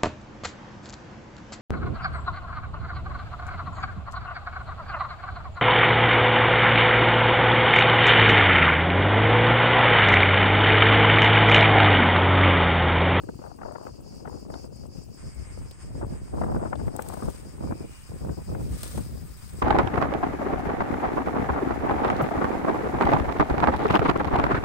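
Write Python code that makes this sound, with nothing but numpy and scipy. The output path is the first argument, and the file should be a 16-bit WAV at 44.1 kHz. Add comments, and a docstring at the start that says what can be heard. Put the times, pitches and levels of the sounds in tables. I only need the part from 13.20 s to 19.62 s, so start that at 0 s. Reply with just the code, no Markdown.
"""A slow walk through dry summer grass, with turbulence rumbling and fluttering on the two ports of a
hand-held microphone. First, by a thicket, a cicada rasps in shortening phrases as its tymbals buckle
and ring, and a small insect chips. From 2 s, along a stone ruin, the background is fuller, the cicada
keeps a steady beat and far birds call. After 3 s the gusts strike harder, and grass swishes against
the legs and fractures underfoot, with the loudest snap near 5.6 s."""
import sys
import numpy as np
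from scipy import signal
from scipy.fft import rfft, irfft, next_fast_len
from scipy.io import wavfile
from scipy.ndimage import uniform_filter1d, map_coordinates

SR = 44100
rng = np.random.default_rng(int(sys.argv[2]) if len(sys.argv) > 2 else 0)


def log_audio(samples):
    """Write samples as a 16-bit WAV file to the path given in sys.argv[1]."""
    # one column per channel
    frames = np.atleast_2d(samples).T
    # limit to full scale, then quantise
    limited = np.clip(frames, -1, 1)
    pcm = np.round(limited * 32767).astype(np.int16)
    wavfile.write(sys.argv[1], SR, pcm)


N = 283033
TIME = np.arange(N) / SR


# Spectra of three sizes of eddy (frequency [Hz], relative density [dB])
LARGE_EDDY = [(12, -19), (25, -53), (40, -12.5), (62, -1.5), (100, -8), (150, -12.5), (250, -21.5),
              (600, -60)]
MIDDLE_EDDY = [(60, -11), (130, -1.5), (200, -0.5), (320, -1), (520, -7.5), (750, -17.5), (1300, -43.5),
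               (3000, -80)]
SMALL_EDDY = [(200, -16), (450, 0), (680, 4), (1000, 1), (1400, -8), (2000, -24), (3000, -51), (6000, -76)]
# Balance of the wind between the ports (time [s], left minus right [dB])
WIND_PAN = [(0.0, 7), (1.85, 6.5), (2.1, 4.5), (3.3, -0.5), (3.66, 9), (4.3, -0.5), (6.42, 2)]

def wind(swing_db=1.5, swing_hz=9.3):
    """Turbulent pressure: large eddies rumble on the ports, smaller ones flutter higher and faster."""
    large, middle, small = gusts() * from_db(swing_db * drift(swing_hz))
    rumble = large * eddies(LARGE_EDDY, spurt_db=3, flutter_hz=22.6, alike=0.4, span_s=0.059)
    flutter = middle * eddies(MIDDLE_EDDY, spurt_db=4.5, flutter_hz=51.3, alike=-0.011, span_s=0.039)
    sputter = small * eddies(SMALL_EDDY, spurt_db=5.5, flutter_hz=91, alike=-0.15, span_s=0.05)
    pressure = from_db(2.5) * rumble + from_db(0.02) * flutter + from_db(1.57) * sputter * pan(3.7)
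    return pressure * pan(in_time(WIND_PAN)[0])


def eddies(spectrum, spurt_db, flutter_hz, alike, span_s):
    """Intermittency: turbulence comes in ragged spurts, partly different at each port."""
    spurts = drift(flutter_hz) + 0.55 * np.array([drift(flutter_hz), drift(flutter_hz)])
    return evened(colour(stereo_noise(alike) * from_db(spurt_db * spurts), spectrum), span_s)


# Flow between gusts (time [s], large-eddy level [dB], middle-eddy level [dB])
BREEZE = [(0.0, -46.5, -48), (0.35, -55.5, -52), (1.1, -50.5, -46.5), (1.9, -47.5, -51.5),
          (2.13, -50.5, -57.5), (2.42, -41, -50.5), (2.54, -53.5, -62), (2.68, -41, -46.5),
          (3.05, -43, -49.5), (3.62, -41, -40), (3.85, -47, -44), (4.25, -49, -50), (4.6, -45.5, -41.5),
          (4.8, -52.5, -63), (4.97, -48.5, -53), (5.25, -45, -55), (5.6, -41.5, -48.5), (5.95, -41, -47),
          (6.22, -48.5, -60.5), (6.42, -49, -51)]
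# Gusts; hardness trades rumble for flutter (start [s], end [s], strength [dB], hardness [dB])
GUSTS = [(0.207, 0.321, -58, 17), (0.403, 0.694, -50.5, 12), (1.052, 1.178, -43.5, 0),
         (1.297, 1.395, -45.5, 3), (2.025, 2.093, -44.5, -13), (2.161, 2.24, -53, -18.5),
         (2.747, 2.958, -41.5, -5.5), (2.808, 2.842, -39, 7.5), (3.129, 3.405, -33, 0.5),
         (3.412, 3.482, -37.5, 9.5), (3.512, 3.553, -38, 8.5), (3.591, 3.695, -45.5, -15.5),
         (3.728, 4.057, -49.5, 10.5), (4.032, 4.10, -35, -2), (4.409, 4.546, -34.5, -2),
         (4.893, 4.964, -44, -6.5), (5.007, 5.137, -38, -4), (5.171, 5.218, -40, -4),
         (5.281, 5.418, -36.5, -5), (5.43, 5.567, -41, -13.5), (5.738, 5.807, -35, -8.5),
         (6.334, 6.4, -47.5, -12.5)]

def gusts(rise_s=0.019, fall_s=0.028):
    """Incoherent addition: gusts and breeze sum in power, giving an amplitude for each eddy size."""
    rumble_db, flutter_db = in_time(BREEZE)
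    power = from_db([rumble_db, flutter_db, flutter_db - 14.5]) ** 2
    for start, end, db, hard_db in GUSTS:
        rise = np.interp(TIME, [start - rise_s / 2, start + rise_s / 2], [0, 1])
        fall = np.interp(TIME, [end - fall_s / 2, end + fall_s / 2], [1, 0])
        amplitudes = from_db([db - 4 - 0.87 * hard_db, db, db - 9 + hard_db])   # large, middle, small
        power += np.outer(amplitudes, rise * fall) ** 2
    return np.sqrt(power)


# Spectrum of a crack of air (frequency [Hz], relative density [dB])
CRACK = [(200, -54), (500, 8), (900, 6.5), (1450, 0), (2000, -12), (3000, -29), (6000, -44)]
# Slaps of air (time [s], relative crack level [dB], relative thump level [dB])
BUFFETS = [(0.034, -44.5, -36), (0.087, -34.5, -30.5), (0.189, -45, -38.5), (0.386, -42, -46),
           (0.414, -33.5, -41), (0.432, -36.5, -43), (0.555, -30.5, -40.5), (0.665, -35.5, -52),
           (1.053, -33.5, -43), (1.074, -35, -37), (1.338, -34.5, -41), (1.441, -45.5, -36),
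           (2.372, -50, -39.5), (2.827, -37, -29), (3.214, -22.5, -47), (3.235, -27.5, -30),
           (3.36, -32, -25), (3.42, -44, -30), (3.455, -36, -43), (3.528, -19.5, -39), (3.598, -36.5, -46),
           (3.678, -30, -32), (3.791, -23, -36), (3.935, -34, -36), (4.022, -32.5, -29.5),
           (4.52, -32, -29.5), (4.605, -60, -32.5), (4.641, -66, -35.5), (5.091, -39, -29.5),
           (5.348, -33.5, -31.5), (5.776, -32.5, -30.5)]

def buffets(haste=0.067, lowpass_hz=3600):
    """Pressure transients: an eddy bursts on a port with a thump and a crack, shorter when harder."""
    s, crack_db, thump_db = np.transpose(BUFFETS)
    shortening = from_db(-haste * (crack_db - np.median(crack_db)))
    crack = evened(colour(stereo_noise(0.27), CRACK), span_s=0.0013)
    crack *= bursts(s, crack_db - 5.5, rise_s=0.0027 * shortening)
    thump = evened(colour(stereo_noise(0.001), MIDDLE_EDDY), span_s=0.0044)
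    thump *= bursts(s, thump_db - 0.5, rise_s=0.0045)
    lowpass = signal.butter(3, lowpass_hz, fs=SR, output="sos")
    return signal.sosfilt(lowpass, crack * pan(11.2) + thump * pan(2.5))


# Single large eddies (time [s], peak level [dB], centre frequency [Hz])
BUMPS = [(0.157, -32, 140), (0.724, -34, 88), (2.848, -24, 85), (2.927, -24.5, 175), (3.142, -23.5, 91.5),
         (5.107, -20.5, 125), (5.296, -33, 148), (5.783, -22, 170)]

def bumps():
    """Convected pressure: a passing eddy pushes once on the ports, with a dip before and after."""
    out = np.zeros(N)
    for s, db, hz in BUMPS:
        square = np.minimum((np.pi * hz * (TIME - s)) ** 2, 20)
        out += from_db(db) * (1 - 2 * square) * np.exp(-square)
    return out * pan(3.8)


# Spectra of leaves and of dry seed heads (frequency [Hz], relative density [dB])
SOFT_GRASS = [(400, -15), (1200, 4), (2000, -1.5), (2800, -4), (4000, -2.5), (6500, -1), (7800, -4.5),
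              (9000, 5.5), (10000, -1.5), (12000, -9), (16000, -7)]
CRISP_GRASS = [(1000, -27), (4000, 1.5), (8000, -43), (10500, 1.5), (13000, 1.5), (14500, 5.5), (16000, 5)]
# Grass brushing the legs throughout (time [s], swish level [dB], crackle level [dB])
BRUSHING = [(0, -69, -92), (3.72, -72.5, -75), (3.8, -59, -58), (4.3, -64, -69), (5.35, -72, -63),
            (5.7, -68, -58), (6.42, -59, -60.5)]
# A leg passing through a tuft (peak time [s], level [dB], rise constant [s], decay constant [s])
SWEEPS = [(3.21, -60, 0.1, 0.043), (3.93, -54, 0.11, 0.17), (4.12, -55.5, 0.095, 0.092),
          (4.75, -58, 0.12, 0.35), (5.645, -45, 0.089, 0.074), (5.78, -49, 0.12, 0.064),
          (6.25, -56.5, 0.15, 0.12)]

def grass():
    """Friction noise: leaves swish and seed heads crackle, both swelling as a leg sweeps by."""
    soft_db, crisp_db = in_time(BRUSHING)
    sweeps = sum(from_db(db) * np.exp(-np.maximum((s - TIME) / swell, (TIME - s) / fade))
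                 for s, db, swell, fade in SWEEPS)
    seed_share = from_db(0.87 * (crisp_db - crisp_db.max()) - 7.5)   # deep grass has more seed heads
    soft = blades(SOFT_GRASS, ticks_per_s=1400, hiss=1.0, alike=0.061)
    soft *= np.hypot(from_db(soft_db), sweeps)
    crisp = blades(CRISP_GRASS, ticks_per_s=1000, hiss=0.86, alike=0.98)
    crisp *= np.hypot(from_db(crisp_db), seed_share * sweeps)
    return soft * pan(2.4) + crisp * pan(0.77)


def blades(spectrum, ticks_per_s, hiss, alike, clump_db=2.0, spread_db=1.5):
    """Shot noise: countless blades tick past one another, in clumps, over a fine hiss."""
    contacts = rng.random(N) < ticks_per_s / SR
    sizes = from_db(spread_db * np.minimum(rng.exponential(1, N), 3.5))
    ticks = rms_one(stereo_noise(alike) * contacts * sizes)
    rustle = (ticks + hiss * stereo_noise(alike)) * from_db(clump_db * drift(36))
    return evened(colour(ground_echo(rustle, delay_s=0.0041, share=0.48), spectrum), span_s=0.043)


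# Stalks breaking underfoot (time [s], relative splinter level [dB], relative woody level [dB])
SNAPS = [(1.338, -60, -44), (2.4843, -43, -60), (2.5104, -35, -42), (3.553, -54, -45), (3.7637, -23, -62),
         (3.8215, -21.5, -51), (3.8862, -20.5, -60), (3.9386, -28, -65), (4.1002, -30, -61),
         (5.631, -16.5, -34), (5.6553, -42, -43), (5.6854, -37, -47)]

def snaps():
    """Brittle fracture: a stalk fails fibre by fibre, with a bright splinter and a lower woody crack."""
    s, splinter_db, woody_db = np.transpose(SNAPS)
    fibres = from_db(2.5 * drift(730))
    splinter = colour(stereo_noise(0.1) * fibres,
                      [(3000, -6), (6000, -0.5), (9000, 7), (12000, 2.5), (16000, 5)])
    woody = colour(stereo_noise(0.47) * fibres,
                   [(600, 21), (1800, -4.5), (3500, 8.5), (5000, 7), (8000, -12), (16000, -22)])
    splinter *= bursts(s, splinter_db - 13, rise_s=0.001)
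    woody *= bursts(s, woody_db - 1.5, rise_s=0.0026)
    return (splinter + woody) * pan(4.4)


# Tymbal resonances (frequency [Hz], relative density [dB])
TYMBAL = [(2500, -17), (3900, -25), (4400, -8), (4900, 3.5), (5250, -1.5), (5600, -10), (5900, -5),
          (6400, -16), (7000, -3), (7500, -24), (8500, -16), (10000, -20), (16000, -26.5)]
# The nearest cicada (time [s], relative level [dB], left minus right [dB], frequency scale [ratio])
SINGER = [(0, -63.5, 1, 0.96), (1.1, -57, 2, 1), (2.1, -56, 2, 1.006), (2.4, -60, -1, 1.01),
          (3.3, -62, 1.5, 1.005), (4.2, -63.5, 13.5, 1.015), (6.42, -61, 9.5, 1.003)]

def cicada(swell_s=0.052, fade_s=0.046, buckle_hz=220, rasp=0.48):
    """Driven resonance: tymbals buckle about two hundred times a second and ring near 5 kHz."""
    level_db, pan_db, speed = in_time(SINGER)
    effort = np.zeros(N)
    for start, end, db in phrases():
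        corners = [start - swell_s / 2, start + swell_s / 2, end - fade_s / 3, end + fade_s]
        effort += from_db(db) * np.interp(TIME, corners, [0.00026, 0.82, 0.79, 0.0023])
    rate_hz = buckle_hz * (1 + 0.0614 * drift(34.7))
    buckles = 1 + rasp * np.cos(2 * np.pi * np.cumsum(rate_hz) / SR)
    ring = colour(stereo_noise(0.059) * buckles, TYMBAL)
    song = np.array([map_coordinates(side, [np.cumsum(speed)], mode="wrap") for side in ring])
    echoed = rms_one(ground_echo(song, delay_s=0.0031, share=0.84))
    return from_db(level_db + 1.94) * effort * echoed * pan(pan_db)


# Cicada phrases by the thicket (start [s])
OPENING = [0, 0.423, 0.845, 1.089, 1.315, 1.525, 1.71, 1.918]

def phrases(beat_from_s=2.029, beat_s=0.13975, jitter_s=0.005, accent_db=1.0):
    """Quasi-periodic rhythm: phrases (start, end, accent) shorten, then settle on a beat."""
    opening_rest_s, beat_rest_s = 0.071, 0.054
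    beats = [OPENING[-1], *np.arange(beat_from_s, N / SR, beat_s)]
    spans = [(start, following - opening_rest_s) for start, following in zip(OPENING, OPENING[1:])]
    spans += [(start, start + beat_s - beat_rest_s) for start in beats]
    chance = rng.standard_normal((len(spans), 2)) * [jitter_s, accent_db]
    return [(start + late, end + late, db) for (start, end), (late, db) in zip(spans, chance)]


# Calls of the small insect (start [s], chips [count], relative level [dB])
CHIP_GROUPS = [(0.019, 1, -57), (0.145, 3, -58), (0.518, 2, -57.5), (0.804, 1, -57), (0.946, 1, -55),
               (1.085, 3, -55.5), (1.45, 3, -52.5), (1.834, 2, -52), (2.142, 1, -50), (5.244, 1, -51),
               (5.962, 3, -55), (6.369, 1, -46)]

def chip_train(period_s=0.107):
    """Pulse trains: chips (time, level) recur at a constant period within each group."""
    return [(start + k * period_s, db) for start, count, db in CHIP_GROUPS for k in range(round(count))]


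def chips(start_hz=7600, end_hz=8700, length_s=0.014):
    """Frequency modulation: each chip is a brief upward sweep, made scratchy by random deviation."""
    out, size = np.zeros(N + SR), int(length_s * SR)
    scratch_hz = 260 * drift(900)
    for s, db in chip_train():
        at = max(int((s - length_s / 4) * SR), 0)
        hz = np.linspace(start_hz, end_hz, size) + np.resize(scratch_hz[at:], size)
        out[at:at + size] += from_db(db - 9) * np.hanning(size) * np.sin(2 * np.pi * np.cumsum(hz) / SR)
    return out[:N] * pan(6.9)


def sizzle():
    """Decaying band noise: a faint high hiss trails each chip."""
    s, db = np.transpose(chip_train())
    hiss = colour(stereo_noise(0.32),
                  [(8000, -18), (9500, -1), (10500, 9), (13000, -14), (15000, 12), (16000, -8)])
    return bursts(s, np.median(db) - 11.5, rise_s=0.0092) * hiss * from_db(1.9 * drift(60))


# Far bird calls (start [s], end [s], centre frequency [Hz], level [dB])
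BIRD_CALLS = [(2.002, 2.455, 2157, -64), (4.35, 4.96, 2420, -64.5), (4.597, 4.917, 2870, -65),
              (5.145, 5.502, 2504, -69)]

def birds(blur_hz=105):
    """Spectral broadening: distance smears each call into a soft narrow band."""
    out = np.zeros((2, N))
    smear = np.array([drift(blur_hz) + 1j * drift(blur_hz) for side in range(2)])
    for start, end, hz, db in BIRD_CALLS:
        swell = np.sin(np.pi * np.clip((TIME - start) / (end - start), 0, 1))
        out += from_db(db) * swell * np.real(smear * np.exp(2j * np.pi * hz * TIME))
    return out * pan(-1.9)


# Background spectra of the two places (frequency [Hz], relative density [dB])
THICKET_AIR = [(40, 17.5), (300, 29), (900, -6), (1800, -8.5), (2700, 12), (3700, -6.5), (5000, 6),
               (7000, 8), (9500, -5), (13000, -1), (15000, -1)]
RUIN_AIR = [(40, 33.5), (300, 0), (1000, 17.5), (1800, 13.5), (2300, 11.5), (2700, 9), (4000, -3),
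            (5000, -22), (6200, 5), (7800, 8), (8900, 11.5), (10000, 0), (12500, -19), (15000, -14)]

def air(thicket_db=-61.5, ruin_db=-55, ruin_from_s=1.97, crossfade_s=0.012):
    """Ambient noise: distant air and insects merge, quiet by the thicket and fuller by the ruin."""
    at_ruin = np.clip((TIME - ruin_from_s) / crossfade_s + 0.5, 0, 1)
    thicket = colour(stereo_noise(0.31), THICKET_AIR) * from_db(thicket_db + 3.2 * drift(7.6))
    ruin = colour(ground_echo(stereo_noise(0.24), delay_s=0.0066, share=0.34), RUIN_AIR)
    ruin *= from_db(ruin_db + 1.9 * drift(9.8))
    return ((1 - at_ruin) * thicket + at_ruin * ruin) * pan(0.2)


def ground_echo(x, delay_s, share):
    """Comb filtering: a second path by way of the ground ripples the spectrum."""
    return x + share * np.array([np.interp(TIME - delay_s, TIME, side, left=0) for side in x])


def from_db(db):
    """Decibel law: level to amplitude ratio."""
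    return 10 ** (np.asarray(db) / 20)


def rms_one(x):
    """Normalisation to unit power."""
    return x / np.sqrt(np.mean(x ** 2) + 1e-20)


def in_time(rows):
    """Linear interpolation of each column at every sample."""
    s, *columns = np.transpose(rows)
    return [np.interp(TIME, s, c) for c in columns]


def pan(db):
    """Level difference as left and right gains."""
    return from_db(np.array([[0.5], [-0.5]]) * db)


def filtered(x, spectrum):
    """Linear filtering by a response (frequency [Hz], gain [dB])."""
    size = next_fast_len(N)
    hz, db = np.transpose(spectrum)
    bins = np.maximum(np.fft.rfftfreq(size, 1 / SR), 1)
    gain = from_db(np.interp(np.log(bins), np.log(hz), db))
    return irfft(rfft(x, size) * gain, size)[..., :N]


def colour(x, spectrum):
    """Spectral shaping at unit power."""
    return rms_one(filtered(x, spectrum))


def drift(hz):
    """Random fluctuation: low-passed noise of unit power."""
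    lowpass = signal.butter(2, hz, fs=SR, output="sos")
    return rms_one(signal.sosfilt(lowpass, rng.standard_normal(N + SR))[SR:])


def stereo_noise(alike):
    """Partial coherence: white noise whose two sides have correlation `alike`."""
    mid, side = rng.standard_normal((2, N))
    return np.sqrt((1 + alike) / 2) * mid + np.sqrt((1 - alike) / 2) * side * [[1], [-1]]


def evened(x, span_s):
    """Running normalisation: unit power over span_s, keeping the faster texture."""
    size = max(int(span_s * SR), 2)
    power = uniform_filter1d(uniform_filter1d(np.mean(x ** 2, axis=0), size), size)
    return x / np.sqrt(power + 1e-12)


def bursts(times, levels_db, rise_s):
    """Critical damping: an envelope of pulses that swell for rise_s, then decay."""
    out = np.zeros(N)
    for s, db, rise in np.broadcast(times, levels_db, rise_s):
        part = out[max(int(s * SR), 0):][:SR // 6]
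        age = np.arange(len(part)) / SR / rise
        part += from_db(db) * age * np.exp(1 - age)
    return out


def scene():
    """Superposition: the pressures of all sources add in the open air."""
    on_ports = wind() + buffets() + bumps()
    walking = grass() + snaps()
    wildlife = cicada() + chips() + sizzle() + birds()
    return on_ports + walking + wildlife + air()


# Stereo width: wide in the wind's range, nearly mono around 10 kHz (frequency [Hz], side gain [dB])
STEREO_WIDTH = [(30, 7), (70, 2.5), (150, 8), (300, 1.5), (600, 4.5), (1200, 0), (2200, 3), (4000, 2),
                (8700, -3.5), (10000, -25), (16000, -3)]

def record(dry, port_hz=8160, bandwidth_hz=326, cutoff_hz=15750):
    """Air resonance: the ports ring near 8 kHz. The image narrows around 10 kHz and the top is cut."""
    ringing = signal.lfilter(*signal.iirpeak(port_hz, port_hz / bandwidth_hz, fs=SR), dry)
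    left, right = dry + np.array([[3.38], [0.3]]) * ringing   # the left port rings far more
    side = filtered((left - right) / 2, STEREO_WIDTH)
    stereo = (left + right) / 2 + side * np.array([[1], [-1]])
    return signal.sosfilt(signal.ellip(12, 0.1, 80, cutoff_hz, fs=SR, output="sos"), stereo)


dry = scene()
out = record(dry)
log_audio(out)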